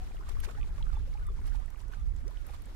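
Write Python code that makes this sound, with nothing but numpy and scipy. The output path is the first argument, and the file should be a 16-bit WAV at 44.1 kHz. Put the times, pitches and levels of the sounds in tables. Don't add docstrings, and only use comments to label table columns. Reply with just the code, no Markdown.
import sys
import numpy as np
from scipy import signal
from scipy.fft import rfft, irfft
from scipy.io import wavfile
from scipy.ndimage import uniform_filter1d

SR = 44100
rng = np.random.default_rng(int(sys.argv[2]) if len(sys.argv) > 2 else 0)


def level_to_linear(level):
    exponent = np.asarray(level, float) / 20
    return 10 ** exponent


def store_pcm(level_fs):
    pcm = np.round(np.clip(level_fs, -1, 1) * 32767).astype(np.int16)
    wavfile.write(sys.argv[1], SR, np.atleast_2d(pcm).T)


N = 121275
SPACING_S = .0006


def rms_one(x):
    return x / np.sqrt(np.mean(x ** 2) + 1e-20)


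def in_time(rows):
    s, *columns = np.transpose(rows)
    return [np.interp(np.arange(N) / SR, s, column) for column in columns]


def at_hz(points, hz):
    point_hz, point_db = np.transpose(points)
    return np.interp(np.log(hz), np.log(point_hz), point_db)


def drift(rate_hz):
    r = np.exp(-2 * np.pi * rate_hz * 40 / SR)
    noise = rng.standard_normal(N // 40 + 2002)
    slow = signal.lfilter([1], [1, -2 * r, r * r], noise)[2000:]
    return np.interp(np.arange(N) / 40, np.arange(len(slow)), rms_one(slow))


def colour(x, spectrum):
    hz = np.maximum(np.fft.rfftfreq(N, 1 / SR), 1)
    gain = level_to_linear(at_hz(spectrum, hz)) * (hz > spectrum[0][0])
    return rms_one(irfft(rfft(x) * gain, N))


def bandpass(x, low_hz, high_hz):
    return signal.sosfilt(signal.butter(2, [low_hz, high_hz], "band", fs=SR, output="sos"), x)


def panned(pan_db):
    return level_to_linear(np.array([[.5], [-.5]]) * pan_db)


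def add(out, s, sound, pan_db, side):
    for channel, gain in enumerate(panned(pan_db)[:, 0]):
        late_s = SPACING_S * max(side * (1 - 2 * channel), 0)
        i = int((s + late_s) * SR)
        out[channel, i:i + len(sound)] += gain * sound[:N - i]


def blip(hz, rise, length_s, attack):
    u = np.arange(int(2 * length_s * SR)) / (length_s * SR)
    waver = 1 + .55 * np.sin(2 * np.pi * (rng.uniform(1, 2) * u + rng.random()))
    swell = np.minimum(u / attack, 1) * level_to_linear(-16 * np.maximum(u - attack, 0) ** 2)
    start_hz, end_hz = hz * (1 - rise / 2), hz * (1 + rise / 2)
    pitch_hz = start_hz * (end_hz / start_hz) ** u * (0.983 + 0.018 * waver)
    return np.sin(2 * np.pi * np.cumsum(pitch_hz) / SR) * swell * waver


def grains(rate, spread):
    sizes = level_to_linear(spread * np.minimum(rng.exponential(1, N), 2.6)) * rng.choice([-1, 1], N)
    sizes = sizes * (rng.random(N) < rate / SR)
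    at = np.flatnonzero(sizes)
    place = rng.uniform(-1, 1, N)[at]
    out = np.zeros((2, N))
    out[0, at] = sizes[at] * level_to_linear(4 * place)
    at_right = np.clip(at + (place * SPACING_S * SR).astype(int), 0, N - 1)
    np.add.at(out[1], at_right, sizes[at] * level_to_linear(-4 * place))
    return out


def ringing(rate, cycles, low_hz, high_hz, count):
    out = 0
    for hz in np.geomspace(low_hz, high_hz, count):
        r = level_to_linear(-60 * hz / (cycles * np.sqrt(hz / 1000) * SR))
        w = 2 * np.pi * hz / SR
        clicks = grains(rate * hz / 60000, spread=4.0) + 1e-18
        rings = signal.lfilter([0, 1], [1, -2 * r * np.cos(w), r * r], clicks)
        out = out + rms_one(rings) * np.sqrt(hz)
    return out


# time_s, level_db, left_minus_right_db, flutter_db
WIND_GUSTS = [(0, -36.5, 0.5, 0), (0.22, -38.5, 2, 1), (0.36, -33.5, 8, -3), (0.5, -36.5, 18.5, -2.5),
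              (0.62, -31.5, -7.5, 2), (0.76, -38, -1, 5), (0.9, -32.5, -9.5, 0.5), (1.2, -34, -1, -1),
              (1.38, -33.5, -5, 1.5), (1.55, -38.5, -18.5, 2.5), (1.75, -48.5, -21, 3),
              (2.05, -34.5, -5.5, 2), (2.22, -33.5, -16, -4), (2.32, -41.5, -5, 1), (2.42, -35, -19, -15),
              (2.6, -43.5, -9.5, 5), (2.74, -40.5, -8, -3.5)]
# freq_hz, density_db (per Hz)
WIND_COLOUR = [(12, -41), (20, 2.5), (45, -1), (90, -15), (151, -28), (500, -49.5), (650, -66),
               (1100, -120)]
FLUTTER_HZ = 69.4


def wind():
    level_db, pan_db, flutter_db = in_time(WIND_GUSTS)
    rumble = colour(rng.standard_normal((2, N)), WIND_COLOUR)
    power = uniform_filter1d(rumble ** 2, SR // 12, axis=1)
    rumble = rms_one(rumble / (power + 0.24) ** 0.028)
    hz = np.fft.rfftfreq(N, 1 / SR)
    thud = irfft(rfft(rumble) / (1 + (hz / FLUTTER_HZ) ** 6), N)
    rumble = thud + (rumble - thud) * level_to_linear(flutter_db)
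    return rumble * level_to_linear(level_db + 1.0) * panned(0.87 * pan_db)


# time_s, level_db
WASH_LEVEL = [(0.0, -58), (1.99, -64), (2.75, -60.5)]
# freq_hz, density_db (per Hz)
WASH_COLOUR = [(120, 1.5), (200, 0.5), (601, -9.5), (1300, -9), (2090, -14), (8740, -23), (16000, -31)]
FIZZ_PER_S, FIZZ_CYCLES, FIZZ_DB = 2500, 6.1, -4
GURGLE_PER_S, GURGLE_CYCLES, GURGLE_DB = 1200, 22, -2


def wash():
    level_db, = in_time(WASH_LEVEL)
    hiss, together = 0, drift(12)
    white = rng.standard_normal((2, 2, N))
    edges = 200 * 2 ** np.arange(0, 6.6, .5)
    for k, (low_hz, high_hz) in enumerate(zip(edges, edges[1:])):
        band = bandpass(white[k % 2], low_hz, high_hz)
        hiss = hiss + band * level_to_linear(1.2 * together + 1.5 * drift(15))
    fizz = ringing(FIZZ_PER_S * level_to_linear(2.2 * together), FIZZ_CYCLES, 300, 14000, count=20)
    gurgle = ringing(GURGLE_PER_S * level_to_linear(4 * drift(5)), GURGLE_CYCLES, 400, 2200, count=14)
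    fade_in = np.minimum(np.arange(N) / (0.047 * SR), 1)
    water = colour(hiss, WASH_COLOUR) + level_to_linear(FIZZ_DB) * colour(fizz, WASH_COLOUR)
    water = water + level_to_linear(GURGLE_DB) * colour(gurgle, WASH_COLOUR) * fade_in
    return water * level_to_linear(level_db - 0.5)


ABEAM_PLOPS = [0.0, 0.144, 0.434, 0.448, 0.495, 0.575, 0.599, 0.78, 0.937, 1.482, 1.59, 2.554]
NEAR_SIDE = .3


def bearing(s, hz):
    near = NEAR_SIDE * rng.uniform(-1, 1) * min(1000 / hz, 1)
    abeam = min(.42 / (hz * SPACING_S), 1)
    return abeam if s in ABEAM_PLOPS else near


# start_s, pitch_hz, peak_db, length_s, left_minus_right_db
AIR_POCKETS = [(0.0, 740, -45, 0.036, 8), (0.144, 690, -45, 0.012, 1), (0.19, 385, -50, .02, -2),
               (0.208, 1050, -51, .012, 0), (0.265, 1100, -52, .006, -2), (0.368, 1130, -46, 0.008, -1),
               (0.486, 1100, -45, .008, -3), (0.495, 680, -41, 0.012, -4), (0.548, 1290, -50, .01, -3),
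               (0.55, 430, -52, .012, -3), (0.574, 830, -48, 0.024, -2), (0.641, 890, -51, .008, 0),
               (0.78, 590, -49, .01, -2), (0.781, 1110, -49, 0.008, -1), (0.805, 900, -51, 0.018, -3),
               (0.937, 860, -48, 0.02, -5), (0.966, 860, -43, 0.012, 3), (1.071, 530, -52, 0.02, -5),
               (1.146, 830, -50, 0.024, -2), (1.286, 1200, -47, 0.008, -9), (1.299, 400, -48, .016, -5),
               (1.388, 950, -47, 0.008, -1), (1.482, 760, -48, .008, 0), (1.544, 860, -47, 0.01, -2),
               (1.59, 740, -46, 0.02, 4), (1.743, 1170, -52, 0.009, -3), (1.813, 980, -53, .008, 1),
               (1.891, 420, -52, 0.018, 2), (1.914, 1030, -52, .008, -2), (2.31, 1000, -53, .012, 0),
               (2.492, 810, -46, 0.012, 2), (2.5, 500, -51, .01, 0), (2.537, 1100, -49, 0.007, 0),
               (2.596, 1130, -54, .008, 0), (2.554, 1150, -49, .007, 0)]


def bubbles():
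    out = np.zeros((2, N))
    for s, hz, db, length_s, pan_db in AIR_POCKETS:
        plop = blip(hz, rise=.07, length_s=length_s, attack=.18)
        add(out, s, level_to_linear(db - 3) * plop, pan_db, bearing(s, hz))
    return out


# start_s, pitch_hz, peak_db, left_minus_right_db
FALLING_DROPS = [(0.071, 2330, -56, 0), (0.116, 2400, -55, -8), (0.167, 2850, -53, -8),
                 (0.178, 1950, -54, -1), (0.402, 3050, -49, -5), (0.434, 1900, -41, -6),
                 (0.435, 1600, -43, -3), (0.448, 2350, -43, -9), (0.449, 1550, -49, -4),
                 (0.465, 2450, -50, -8), (0.486, 2500, -53, -6), (0.496, 1400, -48, -3),
                 (0.552, 2900, -54, -5), (0.575, 1850, -49, -6), (0.599, 1930, -48, -3),
                 (0.611, 2510, -51, -8), (0.629, 2450, -47, -9), (0.792, 1400, -53, 5),
                 (0.826, 3200, -44, -8), (0.864, 1300, -50, -5), (0.898, 1350, -52, 5),
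                 (0.953, 2590, -55, 1), (1.174, 2400, -55, -3), (1.519, 1600, -51, -1),
                 (1.679, 1900, -55, 0), (1.758, 2370, -55, -1), (1.934, 1500, -44, -4),
                 (1.936, 2900, -55, -2), (2.371, 3030, -49, -7), (2.49, 2350, -55, -1),
                 (2.523, 2420, -54, 1), (2.667, 1700, -56, 0)]
DROP_CYCLES = 10


def drops():
    out = np.zeros((2, N))
    for s, hz, db, pan_db in FALLING_DROPS:
        side = bearing(s, hz)
        mate_hz = hz * rng.choice([.84, 1.12, 1.25])
        plink = blip(hz, rise=.04, length_s=DROP_CYCLES / hz, attack=.25)
        mate = blip(mate_hz, rise=0, length_s=DROP_CYCLES / hz, attack=.25)
        add(out, s, level_to_linear(db - 2) * plink, pan_db, side)
        add(out, s, level_to_linear(db - 10) * mate, pan_db, side)
    return out


# break_s (start of the held top), hold_s, fall_s, level_db, tail_db
GULL_CRIES = [
    (.232, .008, .03, -54, -2),
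    (.562, .014, .02, -54, 0),
    (.885, .012, .035, -53, 0),
    (1.217, .014, .028, -53, 0),
    (1.525, .012, .062, -55, -2),
    (1.865, .06, .055, -57, 0),
    (2.315, .065, .1, -59, -6),
]
# freq_hz, level_db
GULL_THROAT = [(1150, -1), (1350, 0), (2700, -24), (3500, -12), (3900, -30)]
LEAD_S, BREAK_S, AFTER_S = .085, .016, .05
LEAD_HZ, TOP_HZ, DROP_HZ, END_HZ = 1260, 1490, 1215, 1140
LEAD_DB = -2


def gull():
    out = np.zeros((2, N))
    for s, hold, fall, db, tail_db in GULL_CRIES:
        knots = np.cumsum([0, LEAD_S - BREAK_S, BREAK_S, hold, fall, AFTER_S])
        t = np.arange(int(knots[-1] * SR)) / SR
        hz = np.interp(t, knots, [LEAD_HZ, LEAD_HZ, TOP_HZ, TOP_HZ, DROP_HZ, END_HZ])
        knots_db = [LEAD_DB - 300 * hold, LEAD_DB - 60 * hold, -1, 0, tail_db / 2, tail_db]
        level = level_to_linear(np.interp(t, knots, knots_db) + 3 * drift(50)[:len(t)])
        level = level * np.minimum(np.minimum(t, knots[-1] - t) / 0.0067, 1)
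        phase = 2 * np.pi * np.cumsum(hz) / SR
        cry = sum(level_to_linear(at_hz(GULL_THROAT, k * hz)) * np.sin(k * phase) for k in range(1, 4))
        add(out, s - LEAD_S, level_to_linear(db - 4) * level * cry, pan_db=-3, side=1.88)
    return out


# start_s, length_s, level_db
BREAKING_CRESTS = [(0.279, 0.061, -54.5), (0.398, 0.0062, -52.5), (0.426, 0.031, -52), (0.43, 0.045, -50),
                   (0.475, 0.06, -54.5), (0.788, 0.06, -69.5), (0.923, 0.04, -62), (1.446, 0.09, -61),
                   (1.511, 0.27, -63.5), (1.756, 0.12, -66.5), (1.91, 0.089, -63), (2.157, 0.044, -68),
                   (2.47, 0.11, -58.5)]
# freq_hz, density_db (per Hz)
SPLASH_COLOUR = [(240, -30), (400, -9.5), (777, 0.5), (1530, -2), (16000, -20)]
SPLASH_PER_S = 4000
BRIGHT_UNDER_S, BRIGHT_HZ = .035, 2590


def splashes():
    t = np.arange(N) / SR
    body_gain, thin_gain = np.zeros((2, 2, N))
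    for s, length, db in BREAKING_CRESTS:
        u = np.clip((t - s) / length, 0, 1.5)
        swell = np.minimum(u / 0.15, 1) * np.cos(u * np.pi / 3) ** 2
        gain = thin_gain if length < BRIGHT_UNDER_S else body_gain
        gain += level_to_linear(db) * panned(-4) * swell
    foam = rms_one(ringing(SPLASH_PER_S, 9, 400, 13000, count=20))
    crackle = rms_one(grains(SPLASH_PER_S, spread=3))
    crowd = colour(foam + .5 * crackle, SPLASH_COLOUR)
    highpass = signal.butter(2, BRIGHT_HZ, "high", fs=SR, output="sos")
    thin = rms_one(signal.sosfilt(highpass, crowd))
    return level_to_linear(3.7 * drift(27)) * (body_gain * crowd + thin_gain * thin)


# start_s, centre_hz, peak_db
SPRAY_TICKS = [(0.402, 11500, -45), (0.289, 7510, -48), (0.29, 4300, -55), (0.781, 5900, -59),
               (0.93, 4290, -57), (0.992, 3900, -59), (1.138, 4400, -55), (1.267, 10230, -50),
               (1.468, 9290, -52), (1.48, 13430, -61), (1.496, 5950, -60), (1.659, 8200, -60),
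               (1.702, 6400, -57), (1.703, 12500, -61), (1.776, 12500, -61), (1.802, 6620, -58),
               (1.815, 8500, -59), (1.881, 6000, -60), (1.882, 12000, -63), (1.945, 5000, -58),
               (2.163, 7500, -58), (2.279, 5800, -50), (2.307, 12150, -62), (2.466, 9500, -51),
               (2.467, 13500, -55), (2.545, 10500, -60), (2.62, 12500, -57), (2.656, 8700, -53)]
TICK_S, TICK_WIDTH, SKIRT_DB = .003, .3, -4


def spray():
    out = np.zeros((2, N))
    for s, hz, db in SPRAY_TICKS:
        u, noise = np.arange(600) / (TICK_S * SR), rng.standard_normal(600)
        core = bandpass(noise, hz * (1 - TICK_WIDTH / 2), hz * (1 + TICK_WIDTH / 2))
        skirt = bandpass(noise, hz * .45, min(hz * 1.7, .45 * SR))
        tick = rms_one(core) + level_to_linear(SKIRT_DB) * rms_one(skirt)
        tick = tick * np.minimum(u / .2, 1) * level_to_linear(-9 * u ** 1.5)
        add(out, s, level_to_linear(db - 2) * tick, pan_db=-3, side=.4 * rng.uniform(-1, 1))
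    return out


# start_s, length_s, start_hz, end_hz, peak_db
FILLING_CAVITIES = [
    (0.468, 0.034, 315, 560, -50),
    (1.552, .022, 900, 1250, -57),
    (1.608, .03, 800, 1280, -57),
    (2.225, .077, 190, 680, -51),
]


def glugs():
    out = np.zeros((2, N))
    for s, length, hz, end_hz, db in FILLING_CAVITIES:
        u = np.linspace(0, 1, int(length * SR))
        climb = np.sin(2 * np.pi * np.cumsum(hz * (end_hz / hz) ** u) / SR)
        swell = np.sin(np.pi * u) ** .5 * level_to_linear(3.5 * drift(70)[:len(u)])
        add(out, s, level_to_linear(db) * climb * swell, pan_db=2.5, side=-.8)
    return out


def scene():
    water = None
    background = wind() + wash()
    hull = splashes() + bubbles() + drops() + glugs() + spray()
    return background + hull + gull()


def band_limit(x):
    return signal.sosfilt(signal.butter(12, 16660, fs=SR, output="sos"), x)


def record(dry):
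    lowpass = signal.cheby2(16, 50, 16150, fs=SR, output="sos")
    return band_limit(signal.sosfilt(lowpass, dry))


dry = scene()
out = record(dry)
store_pcm(out)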